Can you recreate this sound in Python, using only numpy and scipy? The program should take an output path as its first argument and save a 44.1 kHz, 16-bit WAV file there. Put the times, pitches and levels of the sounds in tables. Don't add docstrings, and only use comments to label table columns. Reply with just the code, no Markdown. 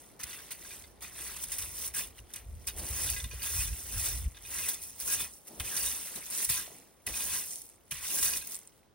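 import sys
import numpy as np
from scipy import signal
from scipy.fft import rfft, irfft, next_fast_len
from scipy.io import wavfile
from scipy.ndimage import uniform_filter1d, map_coordinates

SR = 44100
rng = np.random.default_rng(int(sys.argv[2]) if len(sys.argv) > 2 else 0)


def int16_out(signal):
    q = np.round(np.clip(np.atleast_2d(signal).T, -1, 1) * 32767)
    wavfile.write(sys.argv[1], SR, q.astype(np.int16))


def boost_factor(decibels):
    exponent = np.asarray(decibels, float) / 20
    return 10 ** exponent


N = 394298


def unit(x):
    return x / np.sqrt(np.mean(x ** 2) + 1e-20)


def along(points, hz):
    f, v = np.transpose(points)
    return np.interp(np.log(hz + 1), np.log(f + 1), v)


def curve(rows):
    return np.interp(np.arange(N) / SR, *np.transpose(rows))


def wobble(rate):
    coarse = np.arange(0, N + 64, 64)
    knots = rng.standard_normal(int(N / SR * 200) + 4)
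    smooth = map_coordinates(knots, [coarse * min(rate, 190) / SR])
    return np.interp(np.arange(N), coarse, smooth)


def filtered(x, response):
    m = next_fast_len(N + SR // 2)
    return irfft(rfft(x, m) * response(np.fft.rfftfreq(m, 1 / SR)), m)[..., :N]


def coloured(x, spectrum):
    return unit(filtered(x, lambda hz: boost_factor(along(spectrum, hz))))


def swells(rows, under_db, swing, lift_db):
    loss_db, roundness = 20, 1.4
    t = np.arange(0, N + 88, 88)[:, None] / SR
    s, db, rise, fall = np.transpose(rows)[:4]
    flank = np.where(t < s, np.maximum(rise, .004), np.maximum(fall, .004))
    away = abs(t - s) / flank
    power = boost_factor(2 * (db + lift_db - swing * loss_db * away ** roundness)).sum(axis=1)
    level = np.interp(np.arange(N) / SR, t[:, 0], power) + boost_factor(2 * under_db)
    return 10 * np.log10(level)


def clacks(s, size, hz, cycles, length=64, soft=.01):
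    k = np.arange(length)
    turns = hz[:, None] * k / SR
    decay = np.exp(-turns / cycles) * (1 - np.exp(-turns / soft))
    rows = size[:, None] * np.sin(2 * np.pi * turns) * decay
    at = (s * SR).astype(int)[:, None] + k
    return np.bincount(at.ravel(), rows.ravel(), N + SR)[:N]


# f/Hz, density/dB [dB per Hz]
HUSH = [(20, -20), (50, -2), (200, -5), (400, -4), (800, -9.5), (1500, -18), (2500, -25), (5500, -26),
        (16000, -50)]
# t/s, level/dB [re hush]
LEAVES = [
    (0.0, 10.5),
    (5.5, 6),
    (7.0, 4.5),
    (8.94, 4.5),
]


def hush():
    mid, side = (coloured(rng.standard_normal(N), HUSH) for _ in "ms")
    return boost_factor(-69 - 3 + curve(LEAVES)) * np.array([mid + .7 * side, mid - .7 * side])


# t/s [hardest drag], clatter level/dB, build-up/s, let-go/s, scrape level/dB [re clatter]
PULLS = [(0.3, -49.5, 0.085, 0.26, 3.5), (0.72, -50.5, 0.32, 0.22, -1), (1.241, -44.5, 0.18, 0.36, -0.5),
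         (1.541, -45.5, 0.16, 0.4, -4.5), (1.859, -40, 0.22, 0.056, -6.5), (1.97, -37.5, 0.041, .12, -3.5),
         (3.038, -36, 0.3, 0.27, -6), (3.599, -35.5, 0.25, 0.17, -6.5), (4.059, -36, 0.29, 0.21, -6.5),
         (4.591, -39, 0.18, 0.18, -4), (4.68, -39.5, 0.13, 0.13, -5), (5.138, -32.5, 0.16, 0.059, -8),
         (5.208, -36.5, 0.048, 0.078, -4), (5.66, -43, 0.054, 0.84, 0), (5.852, -36, 0.28, 0.31, -12),
         (6.423, -35, 0.19, 0.064, -8), (6.498, -34.5, 0.012, 0.17, -3.5), (7.16, -39, 0.066, 0.27, -4.5),
         (7.345, -36, 0.15, 0.13, -6), (7.24, -40, 0.087, .1, -8), (7.499, -44.5, 0.37, 0.21, -14),
         (8.162, -35, 0.19, 0.36, -9.5), (8.25, -33.5, 0.046, 0.16, -9.5), (8.37, -39, 0.14, 0.042, -7),
         (6.58, -43.5, 0.071, 0.13, -3)]
# t/s, clatter level/dB, build-up/s, let-go/s, scrape level/dB [re clatter]
POKES = [(0.0, -58.5, 0.082, 0.22, -1), (0.205, -49.5, .012, 0.082, 5), (0.519, -45, 0.022, 0.041, 1.5),
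         (1.03, -45, 0.02, 0.087, 2), (1.438, -40.5, 0.046, 0.031, -16), (2.19, -56.5, 0.052, 0.028, 2),
         (2.36, -52.5, 0.092, 0.09, 2.5), (2.6, -66, 0.95, 0.35, -0.5), (2.687, -43.5, 0.019, 0.033, 2.5),
         (2.789, -41, 0.024, 0.033, -6.5), (3.33, -57.5, 0.026, 0.2, 7), (3.799, -46.5, 0.26, 0.058, -9.5),
         (4.36, -61.5, 0.028, 0.14, 5), (4.839, -46, 0.086, 0.15, -11), (5.349, -55.5, 0.3, 0.12, -10.5),
         (5.48, -51.5, 0.024, 0.028, -4), (6.17, -48, 0.46, 0.049, -19.5), (6.72, -56.5, 0.077, 0.22, -3.5),
         (7.075, -44, 0.011, 0.13, 0.5), (7.922, -51, .015, 0.57, 5.5), (8.529, -46.5, 0.085, 0.086, -6),
         (8.62, -67.5, 0.082, 0.16, -5), (7.72, -71.5, .1, .25, 4.5), (8.78, -82, 0.091, 0.099, 10),
         (8.29, -35.5, 0.039, .02, -6.5), (0.335, -53, 0.024, .05, 3)]
# t/s, peak level/dB, build-up/s, let-go/s
SCUFFS = [
    (1.98, -54.5, 0.031, 0.25),
    (2.82, -48, 0.12, 0.17),
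    (5.08, -58.5, 0.31, 0.15),
    (5.5, -51.5, 0.052, 0.41),
    (6.17, -47, 0.015, 0.051),
    (6.7, -61.5, 0.089, 0.49),
    (7.085, -50, 0.028, 0.085),
]


def strokes():
    rows = np.vstack([PULLS, POKES])
    settle_db = -88
    clatter_db = swells(rows, settle_db, 1, 0)
    scrape_db = swells(rows, settle_db + 4.5, 0.76, rows[:, 4]) - clatter_db
    bed_db = -59 + 0.76 * (clatter_db + 43.0)
    return clatter_db, scrape_db, swells(SCUFFS, bed_db, 1, 0)


BITES = [0.198, 0.506, 1.007, 1.519, 1.938, 2.336, 2.666, 5.595, 6.154, 6.3, 6.489, 7.063, 7.907, 8.225]


def biting(x, before, after):
    at = np.arange(N)
    for s in BITES:
        start, bite, end = round((s - before) * SR), round(s * SR), round((s + after) * SR)
        at[start:bite] = start
        at[bite:end] = end
    return uniform_filter1d(x[at], size=66)


# t/s, peak level/dB, tine ring level/dB [re peak], t60/s
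JOLTS = [(0.192, -30, -6, 0.023), (0.231, -19, -8.5, 0.038), (1.3628, -33, -22.5, 0.037),
         (1.4364, -18.5, -2, 0.018), (1.517, -24, -6, 0.082), (1.5814, -27.5, -3, 0.075),
         (1.615, -29.5, 0.5, 0.13), (1.699, -43, -37, 0.011), (1.874, -24, -25, 0.042),
         (1.943, -31, -21.5, 0.09), (2.3364, -21, -13, 0.024), (2.359, -16.5, -3, 0.016),
         (2.67, -19, -12.5, 0.055), (3.099, -12, -10.5, 0.02), (3.2405, -21.5, -13, 0.014),
         (3.425, -32.5, 0.5, 0.29), (4.684, -20, -18.5, 0.087), (4.734, -27.5, -9, 0.042),
         (4.999, -31, -30, 0.09), (5.5976, -22.5, 11, 0.04), (5.765, -22.5, -3.5, 0.065),
         (6.156, -26, -11, 0.028), (6.301, -39, -12, 0.2), (6.447, -15, -20, 0.036),
         (6.494, -21.5, -10.5, 0.084), (7.0656, -12.5, 2, 0.023), (7.909, -23, 1, 0.069),
         (8.0366, -34, 3, 0.064), (8.227, -13.5, -19, 0.038), (8.4706, -22, -27, 0.019),
         (8.545, -28, -30, 0.022)]


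def bursts(rise):
    t = np.arange(SR // 4) / SR
    stone, steel = np.zeros(N + SR), np.zeros(N + SR)
    for s, db, ring_db, t60 in JOLTS:
        shape = boost_factor(-60 * t / max(t60, .005)) * (1 - np.exp(-t / rise))
        stone[round(s * SR):][:len(t)] += boost_factor(db) * shape
        steel[round(s * SR):][:len(t)] += boost_factor(db + ring_db) * shape
    return stone[:N], steel[:N]


def shower(busy, spread_db, centre_hz, octaves, cycles, bed_db, count):
    s, chance, draw, pitch, ring = rng.random((count, 5)).T
    s = s * (N - 1) / SR
    share = busy[(s * SR).astype(int)]
    size = boost_factor(-spread_db * np.log(1 - .995 * draw)) * (chance < share) / np.sqrt(share)
    hz = np.clip(centre_hz * 2 ** (octaves * (2 * pitch - 1)), 200, 17000)
    life = cycles * 8 ** (ring ** 2)
    x = unit(clacks(s, size * np.sqrt(hz / life), hz, life[:, None], length=96))
    own = np.sqrt(signal.welch(x, SR, nperseg=128)[1]) + 1e-4
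    own_hz = np.linspace(0, SR / 2, len(own))
    x = unit(filtered(x, lambda f: 1 / np.interp(f, own_hz, own)))
    return unit(x + boost_factor(bed_db) * rng.standard_normal(N))


def patchy(x, depth_db):
    z = signal.stft(x, nperseg=512)[2]
    field = uniform_filter1d(rng.standard_normal(z.shape), size=4, axis=0)
    field = uniform_filter1d(field, size=5, axis=1)
    return unit(signal.istft(z * boost_factor(depth_db * unit(field)), nperseg=512)[1][:N])


# f/Hz, bandwidth/Hz, level/dB
TINES = [(1039, 30, -8), (1634, 82, -0.5), (1970, 36, -5.5), (2500, 38, 2.5), (2712, 25, -6.5),
         (2850, 41, -0.5), (3520, 30, -2), (3777, 39, 0), (4180, 15, -10), (4570, 31, -1.5),
         (5000, 16, -11), (5250, 54, -8.5), (6000, 26, 3)]


def ringing(knocks, restless_db):
    m = next_fast_len(N + SR // 2)
    f, total = np.fft.rfftfreq(m, 1 / SR), 0
    for k, (hz, width, db) in enumerate(TINES):
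        drive = rfft(knocks * boost_factor(db + restless_db * wobble(22)), m)
        total = total + (-1) ** k * drive * 1j * f * width / (hz * hz - f * f + 1j * f * width)
    return irfft(total, m)[:N]


# f/Hz, density/dB [dB per Hz]
STONES = [(1500, -40), (3000, -20), (5000, -10), (5700, -3), (7200, -4), (8200, -1.5), (10000, 0),
          (13000, -3), (15500, -3.5)]
SCRAPE = [(400, -72), (900, -8.5), (2000, -1.5), (3500, -4.5), (5000, -10.5), (7000, -12.5)]
EARTH = [(60, -40), (150, -6.5), (400, -8), (800, -10.5), (1500, -25)]


def rake():
    clatter_db, scrape_db, rumble_db = strokes()
    clatter_db = biting(clatter_db, before=.028, after=.008)
    scrape_db = biting(scrape_db, before=.028, after=.008)
    stone, steel = bursts(rise=0.0038)
    lumps = boost_factor(.45 * wobble(30) + 1.0 * wobble(90))
    busy = np.clip(boost_factor(.7 * (clatter_db + 40)), .25, 1)

    stones = shower(busy, spread_db=1.3, centre_hz=8000, octaves=1.2, cycles=1.3, bed_db=-1, count=26000)
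    stones = coloured(patchy(stones, depth_db=1.9), STONES)
    high = (boost_factor(clatter_db + 5.5) * lumps + boost_factor(-3.0) * stone) * stones

    push = boost_factor(clatter_db + scrape_db) * lumps + boost_factor(-10.0) * steel
    knocks = shower(busy, spread_db=2.0, centre_hz=2500, octaves=1.6, cycles=1.2, bed_db=0, count=10000)
    knocks = push * patchy(knocks, depth_db=1.8)
    contact = np.clip(boost_factor(.3 * (scrape_db + 5) + .5 * (clatter_db + 43)), 0, 1.5)
    ring = ringing(knocks * contact, restless_db=3.2)
    middle = np.std(knocks) * (boost_factor(-3.2) * coloured(knocks, SCRAPE) + boost_factor(-4) * unit(ring))

    rumble = coloured(rng.standard_normal(N), EARTH) * boost_factor(1.4 * wobble(25) + 1.5 * wobble(8))
    return high + middle + boost_factor(rumble_db + 0.6) * rumble


# t/s, peak level/dB, f/Hz, t60/s
CLINKS = [(0.1957, -46.5, 1750, 0.18), (0.235, -36, 2030, 0.036), (0.5103, -40, 2140, 0.056),
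          (1.532, -39.5, 3740, 0.064), (1.5868, -39.5, 5270, 0.036), (1.942, -42, 2120, 0.076),
          (2.189, -39.5, 2820, 0.025), (2.338, -42.5, 3720, 0.052), (2.359, -50, 2500, 0.2),
          (2.673, -36.5, 4770, 0.093), (3.1623, -35.5, 2020, 0.15), (3.2007, -32.5, 3540, 0.037),
          (3.242, -33.5, 3590, 0.067), (3.3107, -41.5, 2470, 0.16), (3.4195, -37, 4650, 0.086),
          (3.6062, -37, 2700, 0.098), (4.586, -36.5, 2090, 0.12), (4.6871, -41, 3450, 0.18),
          (5.0097, -40, 5000, 0.091), (5.6009, -30.5, 3100, 0.035), (5.7729, -33.5, 4600, 0.058),
          (6.1597, -46, 3870, 0.078), (6.4965, -41, 2420, 0.21), (7.0741, -26.5, 1970, 0.028),
          (7.9167, -34.5, 2390, 0.049), (8.1, -39, 2850, 0.059), (8.225, -38, 2810, 0.071),
          (8.334, -30, 4760, 0.054), (8.412, -43.5, 4140, 0.082), (8.422, -45, 1604, 0.087)]
# t/s, peak level/dB, f/Hz, t60/s
CHINKS = [(0.3296, -39.5, 2020, 0.045), (0.6479, -45, 1614, 0.066), (0.706, -43.5, 2400, 0.12),
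          (0.8385, -45.5, 2080, 0.059), (2.0083, -39.5, 2000, 0.055), (2.796, -40, 4560, 0.04),
          (3.075, -37, 1590, 0.045), (3.0894, -33.5, 3510, 0.041), (3.1343, -37.5, 2660, 0.062),
          (3.3953, -44, 2880, 0.069), (3.73, -39, 2650, 0.042), (4.3455, -51, 3500, 0.077),
          (4.3694, -43.5, 3630, 0.043), (4.4493, -44.5, 2500, 0.095), (4.561, -48, 2460, 0.037),
          (5.1871, -42, 2500, 0.058), (5.674, -40, 2500, 0.05), (5.9484, -45, 4630, 0.042),
          (6.324, -42, 4430, 0.05), (7.1382, -36.5, 2500, 0.069), (7.2011, -38, 2500, 0.064),
          (7.3026, -37, 3430, 0.035), (8.0491, -40, 2530, 0.044)]


def clinks():
    s, db, hz, t60 = np.vstack([CLINKS, CHINKS]).T
    life = (np.clip(t60, .01, .15) / np.log(1000))[:, None]
    out = clacks(s, boost_factor(db - 3), hz, life * hz[:, None], length=3000, soft=2)
    spread = rng.standard_normal((len(s), len(TINES)))
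    for k, (mode_hz, _, mode_db) in enumerate(TINES):
        size = boost_factor(db + mode_db - 12 + 4 * spread[:, k])
        out = out + clacks(s, size, mode_hz + 0 * s, life * mode_hz, length=2000, soft=2)
    return out


# t/s, peak level/dB, f/Hz
THUMPS = [
    (0.24, -50, 72.7),
    (5.603, -41, 82),
    (6.157, -51, 217),
    (6.498, -40, 128),
    (7.069, -46.5, 79.5),
    (7.921, -47, 144),
]


def thumps():
    out, t = np.zeros(N + SR), np.arange(SR // 4) / SR
    for s, db, hz in THUMPS:
        shape = boost_factor(db + 7.5 - 60 * t / 0.076) * (1 - np.exp(-t / 0.0025))
        out[round(s * SR):][:len(t)] += shape * np.sin(2 * np.pi * hz * t)
    return out[:N]


# f/Hz, density/dB [dB per Hz]
GUST = [(12, -41), (25, -17), (45, 4.5), (62, 8.5), (100, -1), (157, -14), (265, -28), (300, -38.5),
        (390, -54), (660, -120)]
# t/s, level/dB
BREEZE = [(0.0, -93), (0.6, -64), (1.6, -58), (2.4, -63), (3.0, -53), (4.2, -51), (4.4, -57), (4.9, -65),
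          (5.4, -79), (6.0, -63.5), (6.7, -76), (7.5, -76), (8.94, -79)]
# t/s, peak level/dB, build-up/s, let-go/s
PUFFS = [(0.25, -55, 0.031, 0.15), (1.62, -52.5, 0.13, 0.55), (1.99, -54, 0.073, 0.25),
         (2.21, -48, 0.033, 0.075), (2.54, -40, .14, 0.1), (2.8, -46.5, 0.33, 0.089),
         (2.92, -38, 0.041, 0.081), (3.11, -41, .2, 0.21), (3.26, -34, 0.047, 0.029),
         (3.34, -42, 0.046, 0.12), (3.61, -36.5, 0.16, 0.096), (3.73, -31.5, 0.099, 0.034),
         (3.97, -34.5, 0.056, 0.1), (4.19, -32.5, 0.085, 0.089), (4.28, -33, 0.22, 0.014),
         (4.58, -54, 0.084, .25), (5.05, -55, 0.054, 0.33), (5.18, -55, 0.1, 0.16),
         (5.63, -45.5, 0.06, 0.073), (5.85, -48.5, .14, 0.095), (6.5, -49.5, 0.044, 0.16),
         (7.11, -46, 0.02, 0.09), (7.3, -49, .11, 0.15), (7.94, -55.5, 0.034, 0.23),
         (8.26, -52.5, 0.13, 0.21), (8.38, -57, .2, .09)]


def wind():
    level_db = swells(PUFFS, curve(BREEZE), 1, 0)
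    mid, side = (coloured(rng.standard_normal(N), GUST) for _ in "ms")
    mid = mid / (uniform_filter1d(abs(mid), size=2600) + .25) * boost_factor(2 * wobble(14))
    return boost_factor(level_db) * np.array([mid + .19 * side, mid - .19 * side])


# t/s, peak level/dB, f/Hz
CLODS = [
    (0.611, -48.5, 340),
    (3.335, -42.5, 458),
    (5.489, -52, 575),
    (5.532, -47, 366),
    (5.58, -42, 520),
    (6.061, -45, 592),
    (6.164, -48.5, 993),
    (6.678, -41, 670),
    (6.704, -47, 635),
    (6.719, -47, 413),
]
# t/s, peak level/dB, f/Hz
SNAPS = [(1.0096, -40, 10100), (1.0235, -36, 9530), (1.1632, -39, 8300), (1.2186, -31, 11000),
         (1.3628, -28, 11300), (1.4366, -25, 10100), (1.4835, -33, 11500), (1.5209, -32, 10300),
         (1.5818, -27, 9120), (1.699, -33, 9690), (1.8751, -23, 10300), (1.939, -32, 9420),
         (1.9405, -27, 11100), (2.1071, -42, 9920), (2.1839, -43, 11000), (2.3051, -41, 10400),
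         (2.3366, -34, 10300), (2.359, -41, 10300), (2.3989, -42, 9080), (2.4703, -49, 9860),
         (2.6708, -29, 9300), (2.6788, -28, 11000), (2.7641, -32.5, 8640), (2.791, -38, 9520),
         (3.1018, -10.5, 9840), (3.2395, -34, 9510), (3.4261, -36, 6000), (3.4261, -26, 10400),
         (3.7284, -31, 8630), (4.3235, -43, 9900), (4.3684, -50, 9120), (4.4478, -39, 9120),
         (4.564, -26, 11000), (4.6852, -17, 11300), (4.8189, -25, 8930), (4.9835, -38, 8380),
         (5.0, -31, 8090), (5.1901, -25, 10100), (5.3188, -42, 11500), (5.3372, -33, 9100),
         (5.3821, -48, 10200), (5.4719, -36, 8580), (5.5982, -33, 10900), (5.5982, -32, 11100),
         (5.7658, -12.5, 9990), (6.1554, -25, 9520), (6.3016, -29, 9590), (6.4467, -10, 10100),
         (6.4916, -22, 9500), (6.4981, -17, 10400)]
# t/s, peak level/dB, f/Hz
TICKS_EARLY = [
    (6.7675, -39, 9810),
    (6.8433, -49, 10100),
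    (6.8794, -60, 10400),
    (6.8932, -56, 10600),
    (6.9257, -56, 8900),
]
TICKS = [(7.4114, -28, 9830), (7.4384, -25, 9290), (7.4604, -27.5, 9790), (7.4844, -29, 8930),
         (7.509, -25, 8500), (7.5154, -28, 8670), (7.5314, -27, 9270), (7.558, -23, 8700),
         (7.5664, -35, 10150), (7.5754, -32, 9060), (7.5874, -37, 8760), (7.6184, -25.5, 10500),
         (7.6534, -43, 8930), (7.6654, -44, 8060), (7.6804, -47, 9040), (7.6903, -36, 9420),
         (7.6989, -38, 9750), (7.7268, -53, 8530), (7.7364, -49, 8070), (7.7424, -53, 8520),
         (7.7588, -45, 8510), (7.7866, -57, 8710), (7.855, -50, 9100), (7.88, -51, 10100)]
TICKS_LATE = [(8.2798, -25, 9410), (8.3355, -23, 10100), (8.4484, -32, 8290), (8.4706, -33, 10500),
              (8.4966, -30, 9570), (8.5014, -33, 9330), (8.5104, -29, 8810), (8.5204, -27, 9320),
              (8.5446, -25, 8030), (8.554, -21, 9390), (8.5614, -30, 9100), (8.566, -29, 8800),
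              (8.5899, -31, 9730), (8.6014, -43, 8730), (8.6154, -45, 9220), (8.6313, -41, 8420),
              (8.6512, -45, 8250), (8.6747, -32, 8800), (8.7405, -55, 9150), (8.7594, -60, 8540)]


def falling():
    lulls = np.vstack([TICKS, TICKS_EARLY, TICKS_LATE]) + [0, 9, 0]
    s, db, hz = np.vstack([lulls, np.array(SNAPS) + [0, 5, 0]]).T
    out = clacks(s, boost_factor(db), hz, cycles=1.8, soft=1)
    chip_db, chip_s = -7, .005
    late, shift, size = rng.random((len(s), 3, 4)).transpose(1, 2, 0)
    for k in range(4):
        chip_size = boost_factor(db + chip_db - 8 * size[k])
        chip_hz = hz * 2 ** (.4 - .9 * shift[k])
        out = out + clacks(s + chip_s * late[k], chip_size, chip_hz, cycles=1.2, soft=.6)
    s, db, hz = np.transpose(CLODS)
    return out + clacks(s, boost_factor(db + 3.5), hz, cycles=1.4, length=600, soft=.3)


# f/Hz, left lead/rad
LEAD = [(0, 0), (1550, 1.2), (2330, -.1), (4650, 0), (5000, -.3), (5430, 2), (6550, 2.3), (7250, 3.14),
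        (9300, 6.28), (12750, 9.42), (15600, 12.57)]
# f/Hz, left minus right level/dB
TILT = [(200, -.5), (700, .7), (1750, 3.8), (2250, .6), (2800, -2.2), (3800, -3.4), (4800, -1.8),
        (5500, -4.5), (7000, -2.5), (8000, 0)]
# f/Hz, likeness/1 [0-1]
ALIKE = [(200, .8), (650, .5), (1100, .75), (2400, .86), (3500, .72), (5100, .45), (5800, .78), (7200, .77),
         (9400, .85), (12700, .83), (15600, .85)]


def ports(x):
    z = signal.stft(x, nperseg=128)[2]
    scrambled = z * np.exp(2j * np.pi * rng.random(z.shape))
    scattered = signal.istft(scrambled, nperseg=128)[1][:N]
    wider = np.clip(np.arange(N) / SR - 5.2, 0, 1)
    scattered = unit(scattered) * np.std(x) * boost_factor(1.2 * wobble(9) - .6 + 2.2 * wider)

    def turn(hz):
        return np.arccos(np.clip(along(ALIKE, hz), 0, 1)) / 2

    def port(signal_in, sign):
        def response(hz):
            lead = np.interp(hz, *np.transpose(LEAD)) / 2
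            return boost_factor(sign * along(TILT, hz) / 2) * np.exp(1j * sign * lead)
        return filtered(signal_in, response)

    shared = filtered(x, lambda hz: np.cos(turn(hz)))
    apart = filtered(scattered, lambda hz: np.sin(turn(hz)) * (hz > 200))
    return np.array([port(shared + apart, 1), port(shared - apart, -1)])


def scene():
    return hush() + ports(rake() + clinks() + thumps() + falling()) + wind()


def joint_stereo(x, weak_db):
    sum_difference = np.array([x[0] + x[1], x[0] - x[1]]) / 2
    hz, _, z = signal.stft(sum_difference, SR, nperseg=2048)
    band = np.arange(len(hz)) // 16
    power = np.add.reduceat(abs(z) ** 2, np.arange(0, len(hz), 16), axis=1)
    power = uniform_filter1d(power, size=3, axis=2)
    strong = (power > boost_factor(2 * weak_db) * power[::-1])[:, band]
    keep = strong | (hz < 2000)[:, None]
    mid, side = signal.istft(z * keep, nperseg=2048)[1][:, :N]
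    return np.array([mid + side, mid - side])


def low_pass(x):
    return signal.sosfilt(signal.butter(12, 16970, fs=SR, output="sos"), x)


def record(dry):
    limited = filtered(dry, lambda hz: hz < 15800)
    mix = joint_stereo(limited, weak_db=-8.3)
    return low_pass(mix)


dry = scene()
out = record(dry)
int16_out(out)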